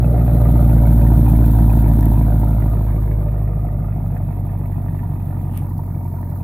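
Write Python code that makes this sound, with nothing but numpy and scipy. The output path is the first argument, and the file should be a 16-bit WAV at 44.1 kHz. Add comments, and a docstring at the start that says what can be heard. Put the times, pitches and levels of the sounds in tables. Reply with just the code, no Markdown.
"""A deep, loping drone comes first: a V8 idles outdoors and slowly settles from a fast idle.
The microphone closes in on one tailpipe, then backs away from it.
Harmonics of the firing rate make the drone, unequal cylinders the lope, and turbulent puffs rasp in the pipe.
Noise surging twice a firing hisses at the tip, noise bursts and resonances clatter in step, asphalt echoes
the engine, and short noise decays make a few sharp ticks and a soft scuff over the outdoor air."""
import sys
import numpy as np
from scipy import signal
from scipy.fft import rfft, irfft
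from scipy.io import wavfile

SR = 44100
rng = np.random.default_rng(int(sys.argv[2]) if len(sys.argv) > 2 else 0)


def dump(signal):
    """Clip the signal to [-1, 1] and save it as 16-bit WAV at the path in sys.argv[1]."""
    limited = np.clip(np.atleast_2d(signal).T, -1, 1)
    pcm = np.round(limited * 32767).astype(np.int16)
    wavfile.write(sys.argv[1], SR, pcm)


N = 283783  # samples

SCUFF_S = 5.574  # moment of the hand's shift of grip, s


def amp(db):
    """A level in decibels is twenty times the logarithm of the amplitude ratio returned."""
    return 10 ** (np.asarray(db) / 20)


def evened(x):
    """Division by the root mean square gives every signal the same mean power, rms 1."""
    return x / np.sqrt(np.mean(x ** 2) + 1e-20)


def curves(rows):
    """Linear interpolation turns each column of a time table into a sample-by-sample course."""
    s, *columns = np.transpose(rows)
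    return [np.interp(np.arange(N) / SR, s, column) for column in columns]


def read(points, hz):
    """A spectrum is interpolated on a logarithmic frequency axis, as pitch is heard."""
    f, value = np.transpose(points)
    return np.interp(np.log(hz + 1), np.log(f + 1), value)


def colour(x, points, size=8192):
    """Minimum-phase filtering: the Hilbert relation of gain and phase makes the response causal."""
    log_gain = np.log(amp(read(points, abs(np.fft.fftfreq(size, 1 / SR)))))
    response = np.exp(np.conj(signal.hilbert(log_gain)))
    taps = np.fft.ifft(response).real[:size // 2]
    return signal.oaconvolve(np.atleast_2d(x), taps[None], axes=1)[:, :N]


def ring(x, hz, width_hz):
    """Two equal resonators in cascade, each width_hz wide, give a peak with steep skirts."""
    b, a = signal.iirpeak(hz, hz / width_hz, SR)
    return signal.lfilter(b, a, signal.lfilter(b, a, x))


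def waver(hz):
    """Gaussian low-pass filtering of white noise leaves a slow random fluctuation of rms 1."""
    f = np.fft.rfftfreq(N, 1 / SR)
    spectrum = rfft(rng.standard_normal(N)) * np.exp(-(f / hz) ** 2)
    return evened(irfft(spectrum, N))


def ports(pair):
    """Partial coherence: two unrelated signals become a left and right alike in the bass, apart in the treble."""
    # likeness of the two ports, held within 0-1 below: f/Hz, coherence
    likeness = [(600, 0.84), (900, 0.6), (1300, 0.7), (2400, 0.1), (4500, 0), (9000, 0.16), (15000, -0.27)]
    # balance of the two ports: f/Hz, left minus right level/dB
    tilt = [(60, 34), (380, 4.5), (700, -2.5), (1290, -7.5), (2380, -15), (4400, -11.5), (8500, -17),
            (10800, -5.5), (12000, 0.5), (14500, 12)]
    hz = np.fft.rfftfreq(N, 1 / SR)
    a, b = rfft(evened(pair))
    same = np.clip(read(likeness, hz), 0, 1)
    lean = amp(read(tilt, hz) / 2)
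    mid = np.sqrt(lean ** 2 + lean ** -2 + 2 * same) / 2
    left = a * lean
    right = (same * a + np.sqrt(1 - same ** 2) * b) / lean
    return irfft(np.array([left, right]) / mid, N)


def firings(crank, lag, size):
    """An impulse train: one impulse a firing, at its crank angle plus a lag in firing intervals."""
    at = np.interp(np.arange(len(size)) + lag, crank, np.arange(N), left=-1, right=-1)
    inside = at >= 0
    return np.bincount(at[inside].astype(int), size[inside], N)


def bursts(crank, lag, level_db, rise_s, fall_s, steady):
    """Amplitude modulation: two channels of noise flare at each firing over a steady share."""
    t = np.arange(SR // 10) / SR
    envelope = (1 - np.exp(-t / rise_s)) * np.exp(-t / fall_s)
    flare = signal.oaconvolve(firings(crank, lag, amp(level_db)), envelope)[:N]
    return (steady + evened(flare)) * rng.standard_normal((2, N))


def drone(crank, away, levels_db, lead=0.405, far_lead=0.29, skew=0.115, flutter=0.071):
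    """Fourier synthesis: the firing tone and its harmonics, their phases skewed most close to the tip."""
    total = 0
    for k, db in enumerate(levels_db, 1):
        cycles = k * (crank + lead) + far_lead * away + skew * (k - 1) ** 2 * (1 - away)
        total = total + amp(db) * (1 + flutter * waver(23)) * np.cos(2 * np.pi * cycles)
    return np.sqrt(2) * total


def boom(firing_hz, boom_hz=55.55, width_hz=5.4):
    """Resonance: the firing tone loses level as its frequency departs from the exhaust's resonance."""
    return -20 * np.log10(1 + ((firing_hz - boom_hz) / width_hz) ** 2)


def lope(crank, lag, push, pipe):
    """Subharmonics: unequal cylinders thump the pipe in a pattern that repeats every two revolutions."""
    thumps = firings(crank, lag, evened(push) + .22 * rng.standard_normal(len(push)))
    for multiple in range(1, 5):
        turn = np.exp(2j * np.pi * multiple * crank)  # the even share of the thumps belongs to the drone
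        thumps = thumps - 2 * (turn * np.mean(thumps / turn)).real
    rough_thumps = evened(thumps) + .2 * rng.standard_normal(N)
    return evened(colour(rough_thumps, pipe))


def burble(crank, lag, cylinder_db, scatter_db=2.5, muffler_hz=400):
    """Standing waves of the tailpipe are excited by each firing, low-passed by the muffler."""
    # standing waves of the tailpipe: f/Hz, width/Hz, relative level/dB
    standing = [(262.1, 12, 0.5), (285, 8.4, 1.5), (307.7, 27, 0)]
    kick_db = cylinder_db + scatter_db * rng.standard_normal(len(lag))
    kicks = firings(crank, lag, amp(kick_db))
    kicks = signal.sosfilt(signal.butter(4, muffler_hz, fs=SR, output="sos"), kicks)
    total = np.zeros(N)
    for hz, width_hz, db in standing:
        b, a = signal.iirpeak(hz, hz / width_hz, SR)
        total += amp(db) * signal.lfilter(b, a, kicks)
    return evened(total)


def rasp(crank, cylinder_db, rasp_db, low_db, high_db, scatter_db=-0.4):
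    """Turbulence: each puff is a burst of noise that sets two pipe resonances ringing."""
    # spectrum of the turbulent puffs: f/Hz, relative level/dB
    puff_spectrum = [(120, -31), (230, 5.5), (335, 4), (400, -0.5), (440, -10.5), (475, 2.5), (548, -13.5),
                     (600, -4), (710, 1), (800, -8), (1000, -10), (1090, -20.5), (1500, -37.5), (3000, -54)]
    puff_db = cylinder_db + scatter_db * rng.standard_normal(len(cylinder_db))
    puffs = bursts(crank, lag=-0.24, level_db=puff_db, rise_s=0.00083, fall_s=0.0075, steady=0.3)
    body = amp(rasp_db) * ports(colour(puffs, puff_spectrum))
    low = amp(low_db) * ports(ring(puffs, hz=580, width_hz=26.7))
    high = amp(high_db) * ports(ring(puffs, hz=945, width_hz=129))
    return body + low + high


def clatter(crank, cylinder_db, away, wash_db=-1.9, knock_db=-3.5, scatter_db=8.0):
    """Impact excitation: a bright burst for each cylinder, and engine parts that ring by varying amounts."""
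    # spectra of the bursts heard near and far: f/Hz, relative level/dB
    near_spectrum = [(650, -27), (1100, -11), (1230, 7.5), (1330, 4), (1440, 3), (1560, 0.5), (2100, -10.5),
                     (2470, -17), (2770, -36.5), (3620, -19), (4240, -15), (5240, -68.5), (6000, -43.5),
                     (7800, -57.5), (13200, -120)]
    far_spectrum = [(650, -39), (1100, 8.5), (1230, 12.5), (1550, -10.5), (1820, -1), (2110, -3),
                    (2330, -8), (2620, -7.5), (2910, -50), (3600, -60), (4610, -57.5), (5020, -54),
                    (6000, -52.5), (7800, -78.5), (13200, -120)]
    # resonances of the ringing parts: f/Hz, width/Hz, relative level/dB
    part_modes = [(1198, 98, -4), (1399, 110, -9), (1814, 470, -8), (2203, 310, -13), (2495, 240, -15)]
    blows = bursts(crank, lag=-0.095, level_db=cylinder_db, rise_s=0.00091, fall_s=0.0026, steady=1.0)
    wash = (1 - away) * ports(colour(blows, near_spectrum)) + away * ports(colour(blows, far_spectrum))
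    knocks = np.zeros((2, N))
    for hz, width_hz, db in part_modes:
        scatter = np.clip(rng.standard_normal(len(cylinder_db)), -2, 2)
        blow_db = cylinder_db + scatter_db * scatter
        strikes = bursts(crank, lag=-0.045, level_db=blow_db, rise_s=0.00081, fall_s=0.012, steady=0.15)
        knocks += amp(db) * evened(ring(strikes, hz, width_hz))
    return amp(wash_db) * wash + amp(knock_db) * ports(knocks)


def asphalt(x):
    """Interference: direct sound and a delayed ground echo form a comb of peaks and dips that sweeps."""
    # lag of the echo as the microphone moves: t/s, lag/ms
    bounce = [(0, 1.48), (.45, 1.5), (1.15, 1.17), (2.15, 1.08), (3.05, 1.89), (3.5, 1.58), (4.25, 1.15),
              (5.1, 1.05), (6.43, 1.26)]
    # reflection from rough asphalt: f/Hz, level/dB
    ground = [(200, -8), (500, -8.5), (1100, -13), (3000, -15)]
    n, (lag_ms,) = np.arange(N), curves(bounce)
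    sent = n - lag_ms * SR / 1000
    echo = [np.interp(sent, n, channel) for channel in x]
    return x + colour(echo, ground)


def hiss(crank, lag=0.29, surge_db=2.0, flicker_db=1.48):
    """Jet noise: gas hisses past the rim of the tip, once going out and once coming back at each firing."""
    # spectrum of the hiss: f/Hz, relative level/dB
    hiss_spectrum = [(1760, -52), (3000, -16.5), (3590, -11), (4170, -16), (4760, -19.5), (5570, -25.5),
                     (6710, -18.5), (8960, -13), (11600, -1.5), (13400, 1), (14100, -1.5), (15500, -6)]
    swing_db = surge_db * np.cos(2 * np.pi * 2 * (crank - lag))
    gas = amp(swing_db + flicker_db * waver(51)) * rng.standard_normal((2, N))
    return ports(colour(gas, hiss_spectrum))


def ticks(fall_s=0.0013, gain_db=-1):
    """Transients: abrupt noise with exponential decay makes tiny dry snaps, perhaps of hot metal or grit."""
    # the snaps: t/s, relative level/dB
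    snaps = [(2.0088, -28), (2.056, -24.5), (5.5754, -25.5), (5.78, -38), (6.2133, -42), (6.3744, -43)]
    # spectrum of a snap: f/Hz, relative level/dB
    snap_spectrum = [(800, -17), (2700, 0), (4500, -7), (7000, -11), (8700, -6.5), (12000, 12), (15500, -2)]
    t, envelope = np.arange(N) / SR, np.zeros((2, N))
    for s, db in snaps:
        envelope += amp(db) * (t >= s) * np.exp(-abs(t - s) / fall_s)
    return amp(gain_db) * colour(envelope * rng.standard_normal((2, N)), snap_spectrum)


def scuff(length_s=0.042, db=-47):
    """Friction noise: a hand shifting its grip makes a soft scuff that swells and dies exponentially."""
    # spectrum of the scuff: f/Hz, relative level/dB
    scuff_spectrum = [(800, -1), (2700, 8), (4500, -9), (7000, -13), (9500, 6), (15500, -13)]
    swell = np.exp(-abs(np.arange(N) / SR - SCUFF_S) / length_s)
    return amp(db) * swell * evened(colour(rng.standard_normal((2, N)), scuff_spectrum))


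def outdoor_air(db=-45.5):
    """Ambient noise: stationary random pressure, weighted to the bass, lies under everything."""
    # spectrum of the outdoor background: f/Hz, relative level/dB
    air_spectrum = [(15, -3), (40, -1.5), (100, 4.5), (400, 1.5), (1500, -35), (5000, -86), (15000, -49.5)]
    return amp(db) * ports(colour(rng.standard_normal((2, N)), air_spectrum))


def part_levels(distance, rpm, reference_rpm=830):
    """Source strength and spreading: each part's level in dB follows engine speed and distance."""
    # parts by name: level at the tip/dB, change at full distance/dB, change per 100 rpm/dB
    strengths = { "firing tone": (-14.5, -4.5, 2.8), "2nd harmonic": (-18, -6, 2.74),
                 "3rd harmonic": (-34, .5, 2.7), "4th harmonic": (-25.5, -14.5, 1.7),
                 "lope": (-20.5, -3.5, 2.45), "burble": (-24.5, -14.5, 1.5), "rasp": (-31.5, -2.2, 5.36),
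                 "low ring": (-41, -4.5, 8.1), "high ring": (-38, -10, -0.12),
                 "clatter": (-47.4, -4.5, 1.6), "hiss": (-41.5, -15, -0.24)}
    return {part: tip_db + far_db * distance + speed_db * (rpm - reference_rpm) / 100
            for part, (tip_db, far_db, speed_db) in strengths.items()}


def scene():
    """Synchrony: the crank angle, counted in firings, times every engine part; speed and distance set levels."""
    # engine speed: t/s, speed/rpm
    speed = [(0.0, 887.2), (0.4, 873.9), (0.8, 849.9), (1.21, 840.4), (1.61, 825.5), (2.01, 815.0),
             (2.41, 803.7), (2.81, 791.8), (3.22, 791.5), (3.62, 775.0), (4.02, 747.3), (4.42, 729.8),
             (4.82, 723.1), (5.22, 709.2), (5.63, 707.2), (6.03, 685.2), (6.43, 684.0)]
    # microphone from the tailpipe: t/s, distance (0 at the tip, 1 well behind the car)
    path = [(0, 0.49), (.5, 0.14), (1.45, .02), (2.05, 0.15), (2.7, 0.42), (3.55, 1), (4.4, 0.9),
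            (6.43, 0.83)]
    # cylinders in firing order: lag/firing intervals, relative push heard near, the same heard far,
    # rasp relative level/dB, clatter relative level/dB
    cylinders = [(-0.178, 0.022, 0.27, 7, 13.5), (0, 0.066, -0.1, 4.5, 11.5), (0.261, 1, 0.25, 3.5, 16),
                 (0.137, -0.53, -0.3, 2.5, 7.5), (0.127, -0.71, 0.092, 7, 12),
                 (.02, -0.074, 0.088, 0.5, 12.5), (0.0955, -0.99, -0.27, -1, 8),
                 (0.047, -0.49, 0.16, 3.5, 10.5)]
    # exhaust response to the thumps, heard near and far: f/Hz, relative level/dB
    pipe_near = [(30, -35), (60, -47), (85, -14.5), (110, -19), (135, -8.5), (165, -8), (192, -25.5),
                 (220, -19.5), (290, -24), (335, -27.5), (400, -57.5), (600, -38), (1500, -109)]
    pipe_far = [(30, -69), (60, -26.5), (85, -27), (110, -14), (135, -15.5), (165, -10.5), (192, -47.5),
                (220, -18), (290, -42), (335, -41.5), (400, -56.5), (600, -56.5), (1500, -109)]

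    (rpm,), (distance,) = curves(speed), curves(path)
    near_zone, far_zone = 0.33, 1  # distances between which near colour gives way to far
    away = np.clip((distance - near_zone) / (far_zone - near_zone), 0, 1)
    db = part_levels(distance, rpm)

    firing_hz = rpm * 4 / 60  # four firings a revolution
    crank = np.cumsum(firing_hz) / SR - .487
    crank = crank + 0.013 * waver(20)  # uneven burning jostles the crank
    order = np.arange(int(crank[-1]) + 1) % len(cylinders)
    lag, near_push, far_push, puff_db, blow_db = np.array(cylinders)[order].T

    harmonics_db = (db["firing tone"] + boom(firing_hz),
                    db["2nd harmonic"], db["3rd harmonic"], db["4th harmonic"])
    bass = drone(crank, away, harmonics_db)
    uneven = (1 - away) * lope(crank, lag, near_push, pipe_near) + away * lope(crank, lag, far_push, pipe_far)
    bass = bass + amp(db["lope"]) * uneven
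    bass = bass + amp(db["burble"]) * burble(crank, lag, puff_db)
    # the bass reaches the right port a few samples later
    late = np.interp(np.arange(N) - (2.5 - 0.6 * away), np.arange(N), bass[0])

    engine = np.vstack([bass, late]) * amp([[-.2], [.2]])
    engine = engine + rasp(crank, puff_db, db["rasp"], db["low ring"], db["high ring"])
    engine = engine + amp(db["clatter"]) * clatter(crank, blow_db, away)
    tip_gas = amp(db["hiss"]) * hiss(crank)
    return asphalt(engine) + tip_gas + ticks() + scuff() + outdoor_air()


def record(dry, regrip_s=0.13, edge_hz=15750):
    """Linear filtering: the shifted grip recolours the microphone, then a low-pass limits the band."""
    # microphone response after the shift of grip, relative to before: f/Hz, level/dB
    regrip = [(700, -0.5), (1050, 1.5), (1400, -2), (2200, -2.5), (2900, -11.5), (4000, -1.5), (5400, 4),
              (8000, -1.5), (10000, -1.5), (14000, 1.5)]
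    shifted = np.clip((np.arange(N) / SR - SCUFF_S) / regrip_s, 0, 1)
    heard = (1 - shifted) * dry + shifted * colour(dry, regrip)
    low_pass = signal.firwin(511, edge_hz, window=("kaiser", 9), fs=SR)
    return signal.oaconvolve(heard, low_pass[None], "same")


dry = scene()
out = record(dry)
dump(out)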